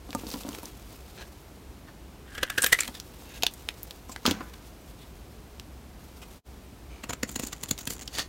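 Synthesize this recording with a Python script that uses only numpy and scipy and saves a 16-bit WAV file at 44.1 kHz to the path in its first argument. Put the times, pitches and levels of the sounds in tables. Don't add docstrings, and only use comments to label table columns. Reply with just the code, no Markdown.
import sys
import numpy as np
from scipy import signal
from scipy.fft import rfft, irfft
from scipy.io import wavfile

SR = 44100
rng = np.random.default_rng(int(sys.argv[2]) if len(sys.argv) > 2 else 0)


def dump_mix(stems):
    frames = np.atleast_2d(stems).T
    limited = np.clip(frames, -1, 1)
    pcm = np.round(limited * 32767).astype(np.int16)
    wavfile.write(sys.argv[1], SR, pcm)


N = 365148
TIME = np.arange(N) / SR
GRID = np.maximum(np.fft.rfftfreq(32768, 1 / SR), 1)

# time in seconds, level at its height in dB, brightness in dB per octave.
SPLIT_CRACKS = [(2.352, -36, -4), (2.3815, -30.5, -5), (2.4327, -17.5, -3.5), (2.5017, -24.5, -1.5),
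                (2.5804, -19, -2.5), (2.5844, -18.5, -2), (2.592, -30, -3.5), (2.623, -28, 1),
                (2.6316, -25, 1), (2.639, -19, -0.5), (2.6437, -13, 2), (2.6635, -18.5, 0.5),
                (2.668, -25.5, -2.5), (2.6772, -37, 5), (2.723, -23.5, -1.5), (2.7275, -10.5, -0.5),
                (2.731, -11, -0.5), (2.7435, -26, 1), (2.752, -36, -2.5), (2.79, -23.5, -2.5),
                (2.795, -30, -0.5), (2.8072, -24.5, 2), (2.823, -32.5, -1), (2.834, -30, -0.5),
                (2.879, -30.5, -0.5)]
# frequency in Hz, level in dB.
SPLITTING_COLOUR = [(80, -6.5), (200, -12), (550, -6), (820, -13.5), (1350, -6.5), (1900, -6),
                    (2400, -10.5), (3100, -8.5), (5000, -10), (8300, -8.5), (13800, -12.5), (16000, -18)]
# frequency in Hz, level in dB.
RUBBING_COLOUR = [(200, -3), (700, 2), (1700, -2.5), (2800, -2), (4200, -3.5), (6500, -7), (10000, -15),
                  (15500, -22)]

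SLAB_HZ, LOOSE_HZ = 1642, 2330
DEEP_S, SLAB_RISE_HZ_PER_S2 = 2.62, 22000
OVERTONE_RATIO = 1.79


def from_db(db):
    return 10 ** (np.asarray(db) / 20)


def rms_one(x):
    return x / np.sqrt(np.mean(x ** 2) + 1e-20)


def colour(points):
    hz, db = np.transpose(points)
    return np.interp(np.log(GRID), np.log(hz), db)


def tilt(brightness):
    return brightness * np.log2(np.maximum(GRID, 1500) / 1500)


def resonance(hz, width_hz, gain_db):
    return 10 * np.log10(1 + from_db(gain_db) ** 2 / (1 + (2 * (GRID - hz) / width_hz) ** 2))


def uneven(depth_db):
    knots_hz = np.geomspace(300, 16000, 48)
    return depth_db * np.interp(GRID, knots_hz, rng.standard_normal(len(knots_hz)))


def through(x, response_db):
    cepstrum = irfft(np.log(from_db(response_db)))
    half = len(cepstrum) // 2
    cepstrum[1:half] *= 2
    cepstrum[half + 1:] = 0
    impulse = irfft(np.exp(rfft(cepstrum)))[:half // 2]
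    return signal.fftconvolve(x, impulse)[:len(x)]


def add(out, s, sound):
    start = round(s * SR)
    sound, start = sound[max(-start, 0):], max(start, 0)
    out[start:start + len(sound)] += sound[:max(N - start, 0)]


def grains(length, per_s, spread_db):
    luck = rng.random((2, length))
    born = np.flatnonzero(luck[0] < per_s / SR)
    signed = 2 * luck[1, born] - 1
    rarity = np.minimum(-np.log(np.abs(signed) + 1e-9), 3.5)
    out = np.zeros(length)
    out[born] = np.sign(signed) * from_db(spread_db * rarity)
    return rms_one(out)


def swell(rise, fall, shape):
    t = np.arange(-round(4 * rise * SR), round((4 * fall + .02) * SR)) / SR
    return t, np.exp(-np.abs(t / np.where(t < 0, rise, fall)) ** shape)


def burst(s, peak_db, rise, fall, brightness, response_db, per_s, spread_db, crack, shape):
    t, envelope = swell(rise, fall, shape)
    force = envelope * grains(len(t), per_s, spread_db)
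    force[np.argmax(envelope)] += crack * np.linalg.norm(force)
    sound = through(force, response_db + tilt(brightness) + uneven(depth_db=1))
    return s + t[0], from_db(peak_db) * rms_one(sound) * np.sqrt(np.mean(envelope ** 2))


def crackle(per_s, spread_db, cycles, response_db):
    out = np.zeros(N)
    for hz in np.geomspace(500, 15000, 16):
        b, a = signal.iirpeak(hz, cycles, fs=SR)
        out += signal.lfilter(b, a, grains(N, per_s, spread_db))
    return rms_one(through(out, response_db))


def ticks(per_s, spread_db, decay, response_db):
    t = np.arange(SR // 50) / SR
    hits = grains(N, per_s, spread_db) ** 2
    energy = signal.fftconvolve(hits, np.exp(-2 * t / decay))[:N]
    puffs = np.sqrt(np.abs(energy)) * rng.standard_normal(N)
    return rms_one(through(puffs, response_db))


def stutter(per_s, depth_db):
    moments = np.cumsum(rng.exponential(1 / per_s, 4000))
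    wander_db = depth_db * rng.uniform(-1.9, 1, len(moments))
    return rms_one(from_db(np.interp(TIME, moments, wander_db)))


def stroke(start, attack, hold, release):
    return np.interp(TIME, start + np.cumsum([0, attack, hold, release]), [0, 1, 1, 0])


def room(x, t60, wet_db, dull_hz):
    t = np.arange(SR // 2) / SR
    tail = rng.standard_normal(len(t)) * np.exp(-np.log(1000) * t / t60) * (t > .004)
    tail = signal.sosfilt(signal.butter(1, dull_hz, fs=SR, output="sos"), tail)
    return x + from_db(wet_db) * signal.fftconvolve(x, tail / np.linalg.norm(tail))[:N]


def background():
    # frequency in Hz, level in dB.
    room_colour = [(15, -43), (25, -18.5), (53, 0.5), (87, -7.5), (145, -10.5), (236, -11.5), (277, -12),
                   (384, -13.5), (503, -19), (695, -19.5), (1940, -29.5), (2110, -28.5), (10700, -38),
                   (13600, -37.5), (16000, -41)]
    drone = resonance(62.4, width_hz=9.6, gain_db=3)
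    noise = through(rng.standard_normal(N), colour(room_colour) + drone)
    return from_db(-47) * rms_one(noise)


def handling():
    # time in seconds, level at its height in dB, rise and fall in seconds, squeak in Hz.
    rubs = [(2.956, -44, 0.022, 3550), (3.33, -50, 0.064, 2600), (4.097, -46.5, 0.0093, 6760),
            (4.124, -41, 0.01, 7500), (4.541, -45, 0.0062, 3500), (5.02, -54.5, .028, 3670),
            (6.232, -50, .015, 2700), (6.97, -54, 0.062, 2400), (7.924, -36.5, 0.02, 14000)]
    # start, attack, hold and release in seconds, level in dB.
    turns = [(0.742, 0.048, 0.089, 0.89, -53.5), (2.772, .2, 0.4, 2.7, -54.5),
             (5.984, 0.039, 0.32, 0.45, -58.5)]
    # frequency in Hz, level in dB.
    crumb_colour = [(170, -21), (260, 6), (400, 1), (512, -1.5), (620, -8.5), (950, -6.5), (1800, -16),
                    (2700, -12), (3810, -11), (10400, -15.5), (13500, -12), (16000, -14)]
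    neutral_hz, brightening = 1910, 2.7

    out = np.zeros(N)
    for s, peak_db, span, hz in rubs:
        squeak = colour(RUBBING_COLOUR) + resonance(hz, width_hz=0.12 * hz, gain_db=11) + uneven(depth_db=4)
        brightness = brightening * np.log2(hz / neutral_hz)
        add(out, *burst(s, peak_db, span, span, brightness, squeak,
                        per_s=4600, spread_db=3.5, crack=0, shape=1.8))

    crumb_fall = stroke(start=0.02, attack=0.26, hold=0.26, release=0.25)
    turning = sum(from_db(db) * stroke(*movement) for *movement, db in turns)
    shedding = from_db(-45.5) * crumb_fall + turning * stutter(per_s=22, depth_db=1)
    patter = crackle(per_s=400, spread_db=1.5, cycles=1.9, response_db=colour(crumb_colour))
    landing = ticks(per_s=110, spread_db=5.5, decay=0.0013, response_db=colour(crumb_colour) + tilt(-3.3))
    grip = stutter(per_s=140, depth_db=4.5)
    return (out + shedding * patter) * grip + from_db(-49) * crumb_fall * landing


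def table():
    # time in seconds, strength in dB, contact time in seconds.
    knocks = [(.092, -32.5, 0.0015), (0.1498, -24, 0.00028), (.236, -28.5, 0.0018), (0.268, -33, 0.0025),
              (.341, -30.5, 0.0011), (0.358, -32, 0.0014), (0.45, -29, 0.0022), (.468, -35, .0016),
              (0.487, -31.5, 0.0012), (.632, -34, 0.00096), (2.887, -35.5, 0.00091), (4.095, -37, .0007),
              (4.254, -24.5, 0.00055), (4.279, -10, 0.0035), (4.313, -20.5, 0.0018), (4.407, -34, 0.00035)]
    # frequency in Hz, level in dB, time to fade by 60 dB in seconds.
    modes = [(86.4, -10, 0.29), (199, -22, 0.61), (226, -18, 0.39), (251.5, -2, 0.084),
             (287.4, -5.5, 0.094), (400, -10, 0.069), (503, -4, 0.047), (717, -2, 0.03), (966, -3, 0.064),
             (1326, -8, 0.076)]

    out, t = np.zeros(N), np.arange(SR // 3) / SR
    hz, mode_db, t60 = np.transpose(modes)[:, :, None]
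    fade = np.exp(-np.log(1000) * t / t60)
    for s, knock_db, contact in knocks:
        luck, detune = rng.standard_normal((2, len(modes), 1))
        strength = from_db(knock_db + mode_db + 2 * luck) / (1 + (hz * contact) ** 2)
        pitch = hz * np.exp(.07 * detune)
        add(out, s, np.sum(strength * np.sin(2 * np.pi * pitch * t) * fade, axis=0))
    return signal.sosfilt(signal.butter(2, 150, "high", fs=SR, output="sos"), out)


def snapping():
    # time in seconds, level at its height in dB, decay in seconds, ring in Hz.
    snaps = [(.1063, -35, .002, 3580), (.13, -32, .003, 1710), (0.1495, -29, .003, 7200),
             (.2685, -36.5, .005, 4000), (.303, -32.5, .002, 5060), (0.3147, -31, 0.0015, 4300),
             (.3391, -30, .001, 4000), (.343, -33, .001, 3000), (.435, -37, .0015, 3170),
             (.4902, -31, .001, 6500), (.5305, -38, .002, 2800), (.5496, -30.5, .0015, 2390),
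             (.632, -38, .002, 9100), (.6565, -30, .001, 5870), (3.0005, -28.5, 0.0018, 4340),
             (3.4243, -23, 0.0024, 3000), (3.4345, -9.5, .0013, 3170), (3.4355, -21.5, .002, 690),
             (3.4665, -10, .0015, 3180), (3.538, -36.5, .0034, 8300), (3.6888, -16.5, .001, 2470),
             (3.8312, -27.5, .0033, 14000), (3.909, -31.5, .0025, 3360), (4.1623, -25.5, .0011, 1480),
             (4.255, -16.5, 0.0027, 1320), (4.2632, -12.5, .0042, 3330), (4.299, -29, .0015, 2000),
             (4.311, -20.5, .0044, 3100), (4.408, -39, .0018, 1070), (5.598, -31.5, 0.0015, 2680),
             (7.3155, -31, .002, 14000), (7.4716, -23.5, 0.0006, 7000), (7.779, -33, .002, 3900),
             (7.855, -32, .0008, 7200), (8.077, -28, .001, 5040), (8.0795, -27, .0011, 3300),
             (8.1938, -20.5, .002, 3400)]
    # frequency in Hz, level in dB.
    snap_colour = [(150, -9), (400, -3), (700, -3.5), (1450, -8), (2200, -8), (3100, -3), (4500, -3),
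                   (6000, -4), (9000, -9.5), (15500, -12.5)]
    neutral_hz, brightening = 3100, 4.3

    out = np.zeros(N)
    for s, peak_db, decay, hz in snaps:
        ring = resonance(hz, width_hz=0.26 * hz, gain_db=9.5)
        overtone = resonance(1.375 * hz, width_hz=0.34 * hz, gain_db=1.5)
        brightness = brightening * np.log2(hz / neutral_hz)
        add(out, *burst(s, peak_db, .0005, decay, brightness, colour(snap_colour) + ring + overtone,
                        per_s=12000, spread_db=3.5, crack=1, shape=0.79))
    return out


def scuffing():
    # time in seconds, level at its height in dB,
    # rise and fall in seconds, brightness in dB per octave, lowest note of the blade in Hz.
    scuffs = [(1.189, -44, .011, -3, 1710), (1.22, -42, .016, -1.5, 1660), (1.888, -49, 0.014, -7, 1790),
              (8.153, -36, 0.018, 4, 1850), (8.1862, -23, 0.002, 2.5, 1870), (8.197, -29, .024, 2, 1840)]
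    # multiple of its lowest note, height of the peak in dB.
    blade_modes = [(1, 12.5), (1.56, 2), (1.87, 4.5), (2.44, 10), (3.6, 5)]

    out = np.zeros(N)
    for s, peak_db, span, brightness, hz in scuffs:
        steel = sum(resonance(ratio * hz, width_hz=80 * ratio, gain_db=db) for ratio, db in blade_modes)
        add(out, *burst(s, peak_db, span, span, brightness, colour(RUBBING_COLOUR) + steel,
                        per_s=2500, spread_db=3.5, crack=0, shape=1.17))
    return out * stutter(per_s=250, depth_db=-1)


def slab_hz(s):
    climb = SLAB_RISE_HZ_PER_S2 * np.maximum(s - DEEP_S, 0) ** 2
    return np.clip(SLAB_HZ + climb, SLAB_HZ, LOOSE_HZ)


def surge():
    out = np.zeros(N)
    t, lurch = swell(rise=.003, fall=.014, shape=1)
    for s, _, _ in SPLIT_CRACKS:
        add(out, s + t[0], lurch)
    return 7.5 * np.minimum(out, 1)


def splitting():
    rise_s, fall_s, halving = .0021, .0035, 8
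    out, singing = np.zeros(N), np.zeros(N)
    for s, peak_db, brightness in SPLIT_CRACKS:
        note = slab_hz(s) * np.exp(0.0099 * rng.standard_normal())
        slab = resonance(note, width_hz=85 * (note / SLAB_HZ) ** 4, gain_db=15.5)
        slab += resonance(OVERTONE_RATIO * note, width_hz=920, gain_db=5.5)
        body = colour(SPLITTING_COLOUR) + slab + uneven(depth_db=1.6)
        length = 2 ** (-brightness / halving)
        add(out, *burst(s, peak_db, rise_s * length, fall_s * length, brightness, body,
                        per_s=10000, spread_db=3, crack=0.26, shape=1.5))

    friction = crackle(per_s=840, spread_db=8.5, cycles=3.3, response_db=colour(SPLITTING_COLOUR))
    pitches = np.linspace(SLAB_HZ, LOOSE_HZ, 5)
    for share, hz in zip(np.eye(len(pitches)), pitches):
        squeak = resonance(hz, width_hz=220 * (hz / SLAB_HZ) ** 3, gain_db=18)
        squeak += resonance(OVERTONE_RATIO * hz, width_hz=900, gain_db=9)
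        singing += np.interp(slab_hz(TIME), pitches, share) * rms_one(through(friction, squeak))
    drag = from_db(-49 + surge()) * stroke(start=2.223, attack=0.15, hold=0.48, release=0.072)

    hiss = crackle(per_s=2100, spread_db=5, cycles=4.4, response_db=colour(SPLITTING_COLOUR) + tilt(2.3))
    tear = from_db(-47.5) * stroke(start=2.517, attack=0.088, hold=0.25, release=0.076)
    return out + stutter(per_s=110, depth_db=3) * (drag * singing + tear * hiss)


def ripping():
    # time in seconds, level at its height in dB, rise and fall in seconds, pitch in Hz.
    rips = [(2.622, -17.5, .002, 8300), (2.632, -24.5, 0.0066, 9200), (2.668, -25, 0.0058, 13500),
            (2.807, -16, 0.0019, 7300)]
    out = np.zeros(N)
    for s, peak_db, span, hz in rips:
        web = colour(SPLITTING_COLOUR) + resonance(hz, width_hz=1500, gain_db=16.5) + uneven(depth_db=1)
        add(out, *burst(s, peak_db, span, span, 4, web, per_s=7000, spread_db=7, crack=0, shape=1.5))
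    return out


def heap():
    # time in seconds, level at its height in dB,
    # rise in seconds, fall in seconds, brightness in dB per octave.
    scatters = [(4.272, -28, .011, .033, 1), (4.409, -37, .002, .012, -10)]
    # frequency in Hz, level in dB.
    heap_colour = [(200, -10.5), (600, -3.5), (1350, 2), (2000, -2.5), (3500, -6.5), (5000, -7.5),
                   (6600, -5), (8200, -18), (10500, -28), (15500, -19)]
    out = np.zeros(N)
    for scatter in scatters:
        add(out, *burst(*scatter, colour(heap_colour), per_s=4000, spread_db=4, crack=0, shape=1.03))
    return out


def shaving():
    # time in seconds, level at its height in dB,
    # brightness in dB per octave, ring of the blade in Hz.
    chips = [(7.04, -31, -6, 7500), (7.097, -25.5, -4.5, 7200), (7.1069, -28, -5.5, 7000),
             (7.134, -26.5, -4.5, 7100), (7.2333, -17.5, -4, 6930), (7.294, -34, -1.5, 7300),
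             (7.361, -22.5, -1.5, 6800), (7.3972, -25, -2, 6800), (7.4357, -28, -3, 7400),
             (7.5303, -28.5, -2, 7400), (7.6363, -25, 0, 6820), (7.6912, -33.5, 0.5, 6840),
             (7.7119, -14.5, 0, 6860), (7.79, -32, -1.5, 6450), (7.812, -36.5, 1, 6720),
             (7.875, -22, 0, 7200), (7.906, -25.5, -0.5, 7450)]
    # frequency in Hz, level in dB.
    chip_colour = [(100, -12.5), (250, 7), (500, -4), (1000, -6.5), (2000, -6), (3300, -4), (4400, -4),
                   (5300, -6.5), (7000, 0.5), (8500, -5.5), (10000, -5.5), (12000, -8.5), (15500, -5.5)]
    middling_db, rise_s, fall_s, halving_db = -27, .0028, .0032, 15
    jolt_lag_s = 0.00324

    out, jolts = np.zeros(N), np.zeros(N)
    t, push = swell(rise=0.00083, fall=0.00058, shape=0.89)
    for s, peak_db, brightness, hz in chips:
        length = 2 ** ((middling_db - peak_db) / halving_db)
        chip = colour(chip_colour) + resonance(hz, width_hz=380, gain_db=6.5) + uneven(depth_db=2)
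        add(out, *burst(s, peak_db, rise_s * length, fall_s * length, brightness, chip,
                        per_s=12000, spread_db=4, crack=0.063, shape=0.95))
        add(jolts, s + jolt_lag_s + t[0], -from_db(peak_db) * push)
    jolts = signal.sosfilt(signal.butter(1, [110, 380], "band", fs=SR, output="sos"), jolts)

    blade = colour(chip_colour) + resonance(7160, width_hz=1200, gain_db=7)
    scratch = ticks(per_s=700, spread_db=5.5, decay=.0006, response_db=blade + tilt(-0.55))
    crumbs = ticks(per_s=340, spread_db=3.5, decay=0.00078, response_db=blade + tilt(-2.3))
    grit = from_db(-46.5) * stroke(start=7.22, attack=0.037, hold=0.2, release=0.16) * scratch
    grit += from_db(-50.5) * stroke(start=7.2, attack=0.075, hold=0.78, release=0.24) * crumbs
    return out + jolts + stutter(per_s=50, depth_db=8.5) * grit


def scene():
    in_hand = handling() + snapping() + scuffing() + splitting() + ripping() + shaving()
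    close = room(in_hand, t60=0.092, wet_db=-16.5, dull_hz=7040)
    below = table() + room(heap(), t60=0.62, wet_db=-14, dull_hz=1500)
    hush_s, hush_width_s, hush_db = 6.425, 0.028, -38.5
    hush = from_db(hush_db * np.exp(-((TIME - hush_s) / hush_width_s) ** 2))
    return (background() + close + below)[None] * hush


def record(dry):
    rounded = 0.91 * np.tanh(dry / 0.89)
    return signal.sosfilt(signal.ellip(10, .2, 80, 15800, fs=SR, output="sos"), rounded)


dry = scene()
out = record(dry)
dump_mix(out)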